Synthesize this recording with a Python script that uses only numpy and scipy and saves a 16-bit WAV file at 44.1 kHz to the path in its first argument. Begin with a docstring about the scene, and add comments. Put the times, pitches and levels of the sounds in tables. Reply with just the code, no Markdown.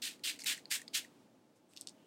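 """Five short hisses of mist, close by in a small quiet room: a pump bottle is pressed, sputtering noise in bands.
Between them the plastic pump ticks (snaps through resonances) and plips wetly as it refills (short sines).
Later a hand moves, rustles (dense crackles) and something small clatters (more snaps).
A low room hum with wavering tones and a faint hiss (coloured noise) lie under all."""
import sys
import numpy as np
from scipy import signal
from scipy.fft import rfft, irfft, next_fast_len
from scipy.io import wavfile

SR = 44100
rng = np.random.default_rng(int(sys.argv[2]) if len(sys.argv) > 2 else 0)


def waveform_to_disk(signal):
    """Save audio, clipped to [-1, 1], as 16-bit WAV at the path in sys.argv[1]."""
    frames = np.transpose(np.atleast_2d(signal))
    scaled = np.clip(frames, -1, 1) * 32767
    samples = np.round(scaled).astype(np.int16)
    wavfile.write(sys.argv[1], SR, samples)


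N = 90934
RISE_EXPONENT = 2.1   # of every swell


def amp(db):
    """Gain from dB."""
    return 10 ** (np.asarray(db) / 20)


def rms_one(x):
    """Scale to rms 1."""
    return x / np.sqrt(np.mean(x ** 2) + 1e-20)


def clock():
    """Sample times [s]."""
    return np.arange(0, N / SR - .5 / SR, 1 / SR, dtype=np.float32)


def in_time(rows):
    """Level curve through (time [s], level [dB]) rows."""
    return np.interp(clock(), *np.transpose(rows))


def at_hz(points, hz):
    """Interpolate a (frequency [Hz], value) table over log frequency."""
    point_hz, values = np.transpose(points)
    return np.interp(np.log(hz), np.log(point_hz), values)


def drift(rate_hz):
    """Random curve of rms 1: noise through two equal one-pole lowpasses."""
    pole = np.exp(-2 * np.pi * rate_hz / SR)
    settle = 8000   # samples dropped
    noise = rng.standard_normal(N + settle)
    return rms_one(signal.lfilter([1], [1, -2 * pole, pole * pole], noise)[settle:])


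def colour(x, spectrum):
    """Shape by a spectrum table, silent outside it; rms 1."""
    hz = np.maximum(np.arange(N // 2 + 1) * SR / N, 1)
    inside = (hz > spectrum[0][0]) & (hz < spectrum[-1][0])
    return rms_one(irfft(rfft(x) * amp(at_hz(spectrum, hz)) * inside, N))


def swell(start_s, rise_s, hold_s, fall_s, fall_db):
    """Gain that rises by a power law, holds, then changes by fall_db every fall_s."""
    t = clock() - start_s
    rising = np.clip(t / max(rise_s, 1e-4), 0, 1) ** RISE_EXPONENT
    falling_s = np.clip(t - rise_s - hold_s, 0, 1)
    return rising * amp(fall_db * falling_s / max(fall_s, 1e-4))


# presses: (start [s], rise [s], hold [s], level [dB], change over the hold [dB], shut [s],
#           body offset at low bands [dB], treble offset at high bands [dB])
PRESSES = [(0.017, 0.0031, 0.056, -37.5, -5, 0.035, 2, 0), (0.234, 0.004, 0.061, -35, -2, 0.024, 0.5, -2.5),
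           (0.455, 0.0072, 0.067, -32.5, -7, 0.016, 6, 0.5), (0.696, 0.019, 0.044, -35.5, -8, 0.021, 9, 5),
           (0.927, 0.024, 0.034, -31.5, -8, 0.017, 4.5, 1)]
# mist spectrum: (frequency [Hz], relative density [dB per Hz])
MIST_SPECTRUM = [(410, -35), (700, -30.5), (1180, -24), (1660, -8.5), (2700, -1.5), (3460, -1),
                 (4150, -1.5), (5920, -7), (8760, -5), (10400, -13), (14000, -14), (16000, -22.5)]
# late filling of the bands: (frequency [Hz], lag [s])
BAND_LAG = [(1000, 0.047), (2000, 0.062), (3500, 0.00026), (9000, 0.021), (14000, 0.018)]
# tone of the leak: (frequency [Hz], level [dB])
LEAK_TREBLE = [(9000, 2), (11000, -1.5), (16000, 2)]
LATE_DB = -8.5   # start of a lagging band, scaled by lag / (rise + lag)
SHUT_DB = -13.5   # valve closing, per shut time
LEAK_DB, LEAK_T60_S = -14, 0.4
LEAK_END_S, LEAK_STOP_S = 0.064, 0.081   # end after the hold; time per further 20 dB
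SPUTTER_DB, SPUTTER_HZ = 1.5, 530


def spray():
    """Jet hiss in bands: each follows the press with its own lag, all sputter together, a leak follows."""
    jet = colour(rng.standard_normal(N), MIST_SPECTRUM) * amp(SPUTTER_DB * drift(SPUTTER_HZ))
    jet_bins, bin_hz = rfft(jet), np.arange(N // 2 + 1) * SR / N
    centres_hz = np.geomspace(600, 16000, 15)
    t, out = clock(), 0
    for k, hz in enumerate(centres_hz):
        # triangular bands over log frequency
        weight = np.interp(np.log(bin_hz + 1), np.log(centres_hz), np.arange(len(centres_hz)) == k)
        band = irfft(jet_bins * weight, N)
        lag_s = max(at_hz(BAND_LAG, hz), 0)
        gain = 0
        for start, rise, hold, db, sag_db, shut, body_db, treble_db in PRESSES:
            level_db = db + at_hz([(1800, body_db), (3500, 0), (7000, treble_db)], hz)
            fill_s = rise + lag_s
            unfilled = np.clip(1 - (t - start) / fill_s, 0, 1)
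            filling = amp(LATE_DB * unfilled * lag_s / fill_s)
            sag = amp(sag_db * np.clip((t - start - rise) / hold, 0, 1))
            valve_open = filling * swell(start, rise, hold, shut, SHUT_DB) * sag
            leak_decay = swell(start, rise + hold, 0, LEAK_T60_S, -60)
            leak_stop = swell(-1, 1, start + rise + hold + LEAK_END_S, LEAK_STOP_S, -20)
            leak = amp(at_hz(LEAK_TREBLE, hz)) * leak_decay * leak_stop
            gain = gain + amp(level_db) * (valve_open + amp(LEAK_DB + sag_db) * leak)
        out = out + band * gain
    return out


# pump ticks: (time [s], pitch of the variable ring [Hz], strength of each of the four rings [dB] x 4)
PUMP_TICKS = [(.1945, 4460, -62, -61, -62.5, -80), (.3905, 4740, -52, -48, -47, -64),
              (.3942, 4270, -47.5, -47, -46, -58), (.4188, 4750, -51, -38, -58, -71),
              (.4230, 4500, -55, -54, -48, -66), (.4375, 4200, -49, -49, -43.5, -62),
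              (.4437, 4300, -43.5, -53, -39.5, -42.5), (.5778, 4500, -48, -61, -46.5, -67),
              (.6556, 4360, -59, -41, -60, -75), (.8172, 4500, -63, -74, -44.5, -60),
              (.8786, 3640, -55.5, -46.5, -63, -73), (.8794, 4770, -72, -39, -58, -69),
              (.8835, 4250, -64, -53, -54.5, -78), (1.047, 4500, -66, -74, -57, -75)]
# clatter in the hand: (time [s], pitch of the variable ring [Hz], strength of each ring [dB] x 4)
HAND_CLATTER = [(1.7355, 3000, -58, -73, -63, -67), (1.7650, 3120, -53.5, -47, -59, -60),
                (1.7733, 3320, -46, -43.5, -55, -60), (1.7783, 3520, -50, -52, -66, -68),
                (1.7812, 3500, -64, -57, -59, -73), (1.8114, 3500, -69, -47.5, -36.5, -50),
                (1.8180, 3660, -61, -48.5, -51, -64), (1.8724, 3640, -43.5, -38.5, -40, -61),
                (1.8860, 3560, -55, -44, -65, -76), (1.8932, 3900, -65, -52, -48, -78)]
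PUMP_RESONANCES = [(2230, 1040, 0.017), (None, 800, 0.008), (7660, 3500, 0.012), (13100, 3000, 0.0049)]
CLATTER_RESONANCES = [(None, 1330, 0.013), (5040, 1800, 0.0093), (8240, 1720, 0.01), (12600, 1000, 0.0062)]
PUMP_BOUNCE_S, CLATTER_BOUNCE_S, BOUNCE_DB = .00142, .00112, -6   # off a nearby surface
SCRATCH_DB = -25   # rough tail, against the first snap
KNOCK_SAMPLES = 1024


def knocks(events, resonances, bounce_s, order):
    """Snap, quick bounce and rough tail of each contact, through four broad resonances of the plastic."""
    out, t = np.zeros(N + KNOCK_SAMPLES), np.arange(KNOCK_SAMPLES) / SR
    bounce = np.arange(KNOCK_SAMPLES) == int(bounce_s * SR)
    snap = (t == 0) + amp(BOUNCE_DB) * bounce
    noise = rng.standard_normal((len(events), len(resonances), KNOCK_SAMPLES))
    signs = (-1) ** np.arange(len(resonances))
    for (start, pitch_hz, *strengths_db), noises in zip(events, noise):
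        at = int(start * SR)
        for (hz, width_hz, t60_s), db, rough, sign in zip(resonances, strengths_db, noises, signs):
            hz = hz or pitch_hz
            edges_hz = [hz - width_hz / 2, hz + width_hz / 2]
            sos = signal.butter(order, edges_hz, "band", fs=SR, output="sos")
            scratch = amp(SCRATCH_DB) * rough * amp(-60 * t / t60_s)
            hit = signal.sosfilt(sos, snap + scratch)
            # strength: rms as if spread over 40 samples
            out[at:at + KNOCK_SAMPLES] += sign * amp(db) * hit / np.sqrt(np.sum(hit ** 2) / 40)
    return out[:N]


ROOM_T60_S, ROOM_DB, WALL_CUT_HZ = 0.12, -21.5, 8400


def room(x):
    """Small-room echo: ten feedback delays of alternating sign, dulled by a one-pole lowpass."""
    size = next_fast_len(N + SR // 2)
    hz = np.arange(size // 2 + 1) * SR / size
    dull, echo = 1 / (1 + 1j * hz / WALL_CUT_HZ), 0
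    for k, lag_s in enumerate(np.geomspace(.0045, .021, 10)):
        loop = amp(-60 * lag_s / ROOM_T60_S) * np.exp(-2j * np.pi * hz * lag_s)
        echo = echo + (-1) ** k * loop / (1 - loop)
    return irfft(rfft(x, size) * echo * dull, size)[:N]


# wet plips: (time [s], level before rise and decay [dB], frequency [Hz])
REFILL_PLIPS = [(.579, -42, 1840), (0.795, -40, 1800), (0.817, -40.5, 1864), (1.047, -41, 1900)]
PLIP_RISE_S, PLIP_T60_S = 0.0011, 0.019   # rise is a time constant


def plips():
    """Wet plips as the pump refills: short soft decaying sines."""
    out = 0
    for start, db, hz in REFILL_PLIPS:
        t = np.clip(clock() - start, 0, 1)
        envelope = amp(db - 60 * t / PLIP_T60_S) * (1 - np.exp(-t / PLIP_RISE_S))
        out = out + envelope * np.sin(2 * np.pi * hz * t)
    return out


# rustles: (start [s], rise [s], hold [s], fall by 20 dB [s], level [dB], centre [Hz],
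#           slope away from the centre [dB per octave])
RUSTLE_SWELLS = [(0.395, 0.0063, 0.0057, 0.047, -49.5, 5760, -7.5),
                 (0.424, 0.03, 0.023, .01, -61, 6250, -3), (1.551, .008, .01, 0.047, -77, 7260, -6),
                 (1.675, 0.018, 0.035, 0.15, -78, 8300, -41), (1.689, 0.024, 0.027, 0.055, -74.5, 4630, -7),
                 (1.755, 0.0087, 0.063, .04, -64.5, 4700, -8.5),
                 (1.866, 0.0061, 0.027, 0.028, -62, 5100, -11), (1.926, 0.06, .2, .05, -79, 2930, -60)]
CRACKLES_PER_S, CRACKLE_SPREAD_DB, RUSTLE_TOP_HZ = 11000, -1, 9900


def rustle():
    """Dense uneven crackles under a few swells, each around its own pitch, dull at the top."""
    present = rng.random(N) < CRACKLES_PER_S / SR
    strength = amp(CRACKLE_SPREAD_DB * rng.exponential(1, N))
    crackles = present * strength * rng.choice([-1, 1], N)
    crackles = signal.sosfilt(signal.butter(2, RUSTLE_TOP_HZ, fs=SR, output="sos"), crackles)
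    out, octaves = 0, np.linspace(-3, 3, 25)
    for start, rise, hold, fall, db, hz, slope_db in RUSTLE_SWELLS:
        slope = np.maximum(slope_db * np.abs(octaves), -40)
        spectrum = np.transpose([hz * 2 ** octaves, slope])
        out = out + amp(db) * swell(start, rise, hold, fall, -20) * colour(crackles, spectrum)
    return out


# room hum: (time [s], level [dB])
HUM_LEVEL = [(1.05, -63.5), (1.3, -66.5), (1.63, -69.5), (1.9, -63.5), (2.06, -66)]
# hum spectrum: (frequency [Hz], relative density [dB per Hz])
HUM_SPECTRUM = [(30, -49), (55, -23), (76, -32), (101, -9.5), (153, -7), (231, -1.5), (284, 2), (384, -6.5),
                (615, -10.5), (729, -13.5), (1800, -31.5), (2340, -49)]
# faint wavering tones: (frequency [Hz], level against the hum [dB])
WAVERING_TONES = [(505, -17), (640, -17), (860, -17.5)]
# faint hiss: (time [s], level [dB])
HISS_LEVEL = [(0, -73), (.92, -72), (1.2, -73), (1.3, -77), (1.65, -79), (1.95, -74), (2.06, -75)]
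# hiss spectrum: (frequency [Hz], relative density [dB per Hz])
HISS_SPECTRUM = [(710, -1), (1200, -2.5), (1890, -5.5), (3110, -6), (8260, -12), (11300, -17), (14000, -20),
                 (16000, -15)]
TONE_WIDTH_HZ = 12


def background():
    """Low room hum and faint hiss of coloured noise; wavering tones are noise through narrow peaks."""
    hum = colour(rng.standard_normal(N), HUM_SPECTRUM)
    white = rng.standard_normal(N)
    for hz, db in WAVERING_TONES:
        peak = signal.iirpeak(hz, hz / TONE_WIDTH_HZ, fs=SR)
        hum = hum + amp(db) * rms_one(signal.lfilter(*peak, white))
    hiss = colour(rng.standard_normal(N), HISS_SPECTRUM)
    return amp(in_time(HUM_LEVEL)) * hum + amp(in_time(HISS_LEVEL)) * hiss


def scene():
    """Sum of all sources, alike on both sides; only the knocks excite the room echo."""
    ticks = knocks(PUMP_TICKS, PUMP_RESONANCES, PUMP_BOUNCE_S, order=3)
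    clatter = knocks(HAND_CLATTER, CLATTER_RESONANCES, CLATTER_BOUNCE_S, order=2)
    hits = ticks + clatter
    mid = spray() + hits + amp(ROOM_DB) * room(hits) + plips() + rustle() + background()
    return np.array([mid, mid])


STOPBAND_HZ = 16500


def record(dry):
    """Steep lowpass, 60 dB down from STOPBAND_HZ up."""
    return signal.sosfilt(signal.cheby2(16, 60, STOPBAND_HZ, fs=SR, output="sos"), dry)


dry = scene()
out = record(dry)
waveform_to_disk(out)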